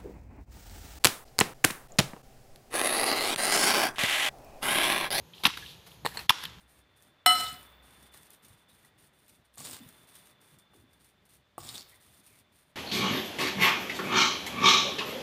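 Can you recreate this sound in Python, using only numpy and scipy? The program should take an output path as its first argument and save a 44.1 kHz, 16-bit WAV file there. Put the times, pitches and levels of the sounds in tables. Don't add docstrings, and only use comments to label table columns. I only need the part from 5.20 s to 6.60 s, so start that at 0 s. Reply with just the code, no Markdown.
import sys
import numpy as np
from scipy import signal
from scipy.io import wavfile
from scipy.ndimage import uniform_filter1d

SR = 44100
rng = np.random.default_rng(int(sys.argv[2]) if len(sys.argv) > 2 else 0)


def dump_mix(stems):
    frames = np.atleast_2d(stems).T
    limited = np.clip(frames, -1, 1)
    pcm = np.round(limited * 32767).astype(np.int16)
    wavfile.write(sys.argv[1], SR, pcm)


N = 61739
T = np.arange(N) / SR

# [pitch_hz, relative level_db per Hz]
GRIT_SPECTRUM = [(1000, -12.5), (5000, 0.5), (7500, -11), (10000, -1.5), (11700, 1), (13500, -6.5),
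                 (15000, -8.5), (16000, -4)]


def amp(db):
    return 10 ** (np.asarray(db) / 20)


def read(points, hz):
    f, value = np.transpose(points)
    return np.interp(np.log(hz + 1), np.log(f + 1), value)


def level(points):
    return amp(np.interp(T, *np.transpose(points)))


def colour(x, points, size=4096):
    log_gain = np.log(amp(read(points, abs(np.fft.fftfreq(size, 1 / SR)))))
    response = np.exp(np.conj(signal.hilbert(log_gain)))
    kernel = np.fft.ifft(response).real[:size // 2]
    return signal.fftconvolve(x, kernel / np.linalg.norm(kernel))[:N]


def grains(per_s=9000, spread_db=3, size=256):
    strength = amp(spread_db * np.minimum(rng.exponential(1, N), 4))
    struck = rng.random(N) < per_s / SR
    x = rng.standard_normal(N) * strength * struck
    return x / np.sqrt(abs(uniform_filter1d(x ** 2, size)) + 1e-9)


def burst(start, rise, hold, fall):
    t = T - start
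    return np.clip(t / rise, 0, 1) * np.exp(-np.maximum(t - hold, 0) / fall)


def ring(start, modes, rise, pitch=1, length=1):
    t = np.maximum(T - start, 0)
    total = np.zeros(N)
    for k, (hz, db, t60) in enumerate(modes):
        decay = amp(db - 60 * t / (t60 * length))
        total += (-1) ** k * decay * np.sin(2 * np.pi * hz * pitch * t)
    return (1 - np.exp(-t / rise)) * total


def crumbling(rows, spectrum, rise, fall):
    body = sum(amp(db) * burst(s, rise, hold, fall) for s, hold, db, grit_db in rows)
    fine = sum(amp(grit_db) * burst(s, rise, hold, fall) for s, hold, db, grit_db in rows)
    grit = grains(per_s=20000, spread_db=1)
    return colour(body * grains(), spectrum) + colour(fine * grit, GRIT_SPECTRUM)


def open_air(air_db=-58):
    # [pitch_hz, relative level_db per Hz]
    air_spectrum = [(20, -31), (60, -17), (110, -5.5), (170, -2), (230, -14.5), (340, -11.5), (450, -9),
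                    (600, -16.5), (900, -13.5), (1300, -20.5), (2200, -22.5), (3500, -20), (5600, -28.5),
                    (6700, -23), (7600, -35.5), (10000, -32.5), (12200, -26), (14000, -35), (16000, -35)]
    # [pitch_hz, relative level_db per Hz]
    rumble_spectrum = [(20, -10), (40, -17), (65, 0), (100, -10.5), (170, -7.5), (400, -36), (2000, -73)]
    # [time_s, level_db]
    rumble_level = [(0, -48.5), (.11, -78), (.22, -65), (.4, -54), (.56, -59.5), (.74, -67), (.82, -56.5),
                    (1.06, -53.5), (1.14, -74), (1.27, -49.5), (1.4, -55)]
    air = amp(air_db) * colour(rng.standard_normal(N), air_spectrum)
    return air + level(rumble_level) * colour(rng.standard_normal(N), rumble_spectrum)


def loose_soil(rise_s=0.00021):
    # [start_s, level_db, decay_s]
    pebbles = [(0.1348, -46.5, 0.0114), (.1805, -44, 0.0025), (0.287, -34, 0.0026), (.3050, -27.5, 0.0014),
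               (.3380, -38, 0.0053), (0.3732, -37, 0.005), (0.462, -43, 0.0044), (.7170, -49.5, 0.0033),
               (1.252, -29.5, 0.0052)]
    # [pitch_hz, relative level_db per Hz]
    pebble_spectrum = [(300, -30), (1500, -21), (3100, 11), (4200, 0.5), (6000, -29), (12000, -29),
                       (16000, -30)]
    # [time_s, level_db]
    slide_level = [(.12, -108), (.15, -56), (.23, -56.5), (.31, -52), (.42, -50), (.51, -49.5), (.58, -62),
                   (.64, -65), (.75, -67), (.84, -78.5), (1.12, -58.5), (1.24, -44.5), (1.31, -65),
                   (1.4, -72)]
    # [pitch_hz, relative level_db per Hz]
    scrape_spectrum = [(200, -12.5), (1800, -21.5), (3300, 2), (4200, -3), (5200, -10.5), (8000, -18.5),
                       (11500, -13.5), (16000, -24)]
    ticks = sum(amp(db) * burst(s, rise_s, rise_s, fall) for s, db, fall in pebbles)
    slide = level(slide_level) * grains()
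    return colour(ticks * grains(), pebble_spectrum) + colour(slide, scrape_spectrum)


def trees(x, onset_s=0.0052):
    # [pitch_hz, level_db]
    echo_level = [(100, -33), (600, -25.5), (1000, -27), (2000, -16), (3400, -21.5), (6000, -9.5),
                  (11000, -18.5), (16000, -21)]
    # [pitch_hz, t60_s]
    echo_decay = [(200, 0.87), (1000, 1), (3400, 0.73), (7000, 0.41), (15000, 0.25)]
    hz, t, bands = signal.stft(rng.standard_normal(SR), SR, nperseg=256)
    t60 = read(echo_decay, hz)[:, None]
    decay = amp(read(echo_level, hz)[:, None] - 60 * t / t60)
    unit_energy = np.sqrt(2 * np.log(1000) / (t60 * SR))
    tail = signal.istft(bands * decay * unit_energy, SR, nperseg=256)[1][:SR]
    tail = tail * np.minimum(T[:SR] / onset_s, 1)
    return signal.fftconvolve(x, tail)[:N]


def spills():
    # [start_s, length_s, level_db, grit_db]
    showers = [(.185, 0.022, -60, -61), (.372, 0.013, -50, -51), (.658, 0.018, -53.5, -55),
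               (.70, 0.047, -70, -61.5), (.862, 0.028, -47, -52.5), (.90, 0.041, -60, -60.5),
               (.935, 0.079, -48.5, -59), (.99, 0.046, -56.5, -67)]
    # [pitch_hz, relative level_db per Hz]
    spill_spectrum = [(80, 2), (250, -9), (900, 0.5), (1600, -2), (4300, -3.5), (5500, -13.5), (9000, -13),
                      (16000, -11)]
    return crumbling(showers, spill_spectrum, rise=0.011, fall=0.02)


def rubs(width_hz=140, rise_s=0.004, fall_s=0.0055):
    # [start_s, length_s, pitch_hz, level_db]
    scrapes = [(0.2, 0.023, 850, -57), (0.335, 0.0081, 2230, -46), (0.421, 0.02, 1690, -52),
               (0.459, 0.0078, 3630, -49), (0.916, 0.014, 1800, -55.5), (0.982, .02, 2670, -46),
               (1.222, 0.022, 1660, -47.5)]
    radius = np.exp(-np.pi * width_hz / SR)
    out = np.zeros(N)
    for s, length, hz, db in scrapes:
        pole = radius * np.exp(2j * np.pi * hz / SR)
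        tone = signal.lfilter([1], [1, -pole], grains()).imag
        out += amp(db) * burst(s, rise_s, length, fall_s) * tone / tone.std()
    return out


def pushes(rise_s=0.0029, fall_s=0.0016):
    # [start_s, length_s, level_db]
    presses = [(0.233, 0.014, -38), (0.254, 0.023, -36), (0.848, 0.0098, -35.5), (0.943, 0.024, -50)]
    # [pitch_hz, relative level_db per Hz]
    push_spectrum = [(50, -11), (170, -4), (300, 0), (420, -3), (580, -9), (800, 3.5), (1100, -1.5),
                     (1500, -25), (4000, -32)]
    flow = sum(amp(db) * burst(s, rise_s, hold, fall_s) for s, hold, db in presses)
    return colour(flow * grains(), push_spectrum)


def crunches():
    # [start_s, length_s, crunch level_db, grit_db]
    breaks = [(.2348, 0.01487, -32, -37), (.2530, 0.0046, -16.5, -25.5), (.2600, 0.0061, -27, -32.5),
              (.2672, 0.0033, -24.5, -27.5), (.2740, 0.032, -39.5, -55), (.3712, 0.0047, -35, -44),
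              (1.0925, 0.0012, -20.5, -23.5), (1.0950, 0.0051, -20.5, -25), (1.1036, 0.0016, -23.5, -23),
              (1.2362, 0.00086, -33, -31.5), (1.2512, 0.0033, -42, -40.5)]
    # [pitch_hz, relative level_db per Hz]
    crunch_spectrum = [(60, -25), (250, -2), (420, -15.5), (650, -15.5), (1000, 1.5), (1900, -1),
                       (2700, -1), (3900, 1.5), (5500, -13), (7500, -24.5), (16000, -27)]
    return crumbling(breaks, crunch_spectrum, rise=0.0016, fall=0.0025)


def blade():
    # [start_s, steel ring_db, hollow knock_db, thud_db, crust crack_db, ring pitch ratio, ring length ratio]
    blows = [(0.2527, -4, -23, -47, 1.5, 0.97, 0.87), (0.254, -21, -14, -40, -37, 0.97, 1.2),
             (0.2651, -15, -18, -42, -5.5, 0.93, 0.86), (0.2768, -46, -47, -23, -36, 0.8, 1.0),
             (1.0943, -0.5, -9.5, -19.5, -12, 0.97, 1.07), (1.1032, -12, -3.5, -21, -16, 0.86, 1.1)]
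    # [pitch_hz, relative level_db, t60_s]
    steel_modes = [(1790, -15, 0.0162), (2133, -14.5, 0.0092), (2844, -14, 0.034), (3463, -6, 0.013),
                   (3650, -4.5, 0.017), (4600, -41, 0.011), (5280, -17.5, 0.012), (5716, -15, 0.011),
                   (10970, -20.5, 0.0073)]
    # [pitch_hz, relative level_db, t60_s]
    handle_modes = [(919, -7, 0.019), (1066, -4, 0.01895), (1280, -9, .018)]
    # [pitch_hz, relative level_db, t60_s]
    crust_modes = [(2630, -3, 0.0057), (3783, -9.5, 0.0086)]
    thud_modes = [(176, 0, 0.012)]  # pitch_hz, level_db, t60_s
    ring_rise_s, knock_rise_s, crack_rise_s = 0.00053, 0.00078, 0.00022
    knock_lag_s = 0.0004
    out = np.zeros(N)
    for s, ring_db, knock_db, thud_db, crack_db, pitch, length in blows:
        out += amp(ring_db) * ring(s, steel_modes, ring_rise_s, pitch, length)
        out += amp(knock_db) * ring(s + knock_lag_s, handle_modes, knock_rise_s)
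        out += amp(thud_db) * ring(s, thud_modes, knock_rise_s)
        out += amp(crack_db) * ring(s, crust_modes, crack_rise_s)
    return out


def spray(rise_s=0.00194, tick_db=-10):
    # [start_s, level_db, decay_s]
    sprays = [(0.277, -43, .065), (1.107, -39, 0.11)]
    # [pitch_hz, relative level_db per Hz]
    spray_spectrum = [(80, -44), (300, -7.5), (650, -12), (950, 3), (1300, 0), (1700, -1), (2400, -5.5),
                      (3400, 3.5), (4200, -5), (5000, -10.5), (7500, -15.5), (12000, -28), (16000, -30)]
    flow = sum(amp(db) * burst(s, rise_s, rise_s, fall) for s, db, fall in sprays)
    crumbs = grains(per_s=3500, spread_db=1, size=768)
    ticks = amp(tick_db) * grains(per_s=220, spread_db=0, size=2048)
    return colour(flow * (crumbs + ticks), spray_spectrum)


def clods(rise_s=0.00035):
    # [start_s, clack level_db, decay_s, dull thump_db, grit_db]
    knocks = [(0.849, -37.5, 0.0074, -33.5, -47), (0.8555, -26, 0.0021, -33.5, -33.5),
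              (.8620, -23, 0.00256, -31, -31.5), (0.8726, -29.5, 0.0012, -60, -48),
              (0.9715, -29.5, 0.0054, -37, -60), (0.9933, -40, 0.00204, -48, -41),
              (0.996, -41, 0.0039, -65.5, -66)]
    # [pitch_hz, relative level_db per Hz]
    clack_spectrum = [(100, -64), (550, -10.5), (950, 7.5), (1400, -6), (1850, 4.5), (2800, -5.5),
                      (3600, -2.5), (4300, 7.5), (5000, -17.5), (6200, -17.5), (8000, -6.5), (16000, -31)]
    # [pitch_hz, relative level_db per Hz]
    thump_spectrum = [(50, -10), (200, -5), (440, -11.5), (600, -11), (950, 2.5), (1600, -14), (6000, -63)]
    clack, thump, fine = np.zeros((3, N))
    for s, db, fall, thump_db, grit_db in knocks:
        envelope = burst(s, rise_s, rise_s, fall)
        clack += amp(db) * envelope
        thump += amp(thump_db) * envelope
        fine += amp(grit_db) * envelope
    coarse = colour(clack * grains(), clack_spectrum) + colour(thump * grains(), thump_spectrum)
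    return coarse + colour(fine * grains(), GRIT_SPECTRUM)


def taps(rise_s=0.0002, pivot_hz=1460):
    # [start_s, level_db, brightness in dB per octave]
    touches = [(.8500, -32, -4.5), (.8555, -32.5, -5), (.8621, -20, -1), (0.972, -30.5, -1),
               (0.9916, -32, 6), (1.2521, -34.5, 4.5)]
    # [pitch_hz, relative level_db, t60_s]
    tap_modes = [(460, -13.5, 0.051), (1000, -6, 0.013), (1802, -5.5, 0.029), (4250, -4, 0.012),
                 (8000, -33, 0.0055)]
    out = np.zeros(N)
    for s, db, tilt_db in touches:
        tilted = [(hz, mode_db + tilt_db * np.log2(hz / pivot_hz), t60) for hz, mode_db, t60 in tap_modes]
        out += amp(db) * ring(s, tilted, rise_s)
    return out


def scene():
    # [time_s, level_db]
    dip = [(1.066, 0), (1.078, -20.5), (1.088, -7), (1.096, -0.5)]
    hits = blade() + crunches() + clods() + taps() + pushes()
    soil = loose_soil() + spray() + rubs() + spills()
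    background = soil + trees(hits + soil) + open_air()
    return (hits + level(dip) * background)[None]


def record(dry, low_cut_hz=55, edge_hz=15450):
    low_cut = signal.butter(2, low_cut_hz, "highpass", fs=SR, output="sos")
    thin = signal.sosfilt(low_cut, dry)
    band_limit = signal.firwin(255, edge_hz, window=("kaiser", 8), fs=SR)
    return signal.oaconvolve(thin, band_limit[None], "same")


dry = scene()
out = record(dry)
dump_mix(out)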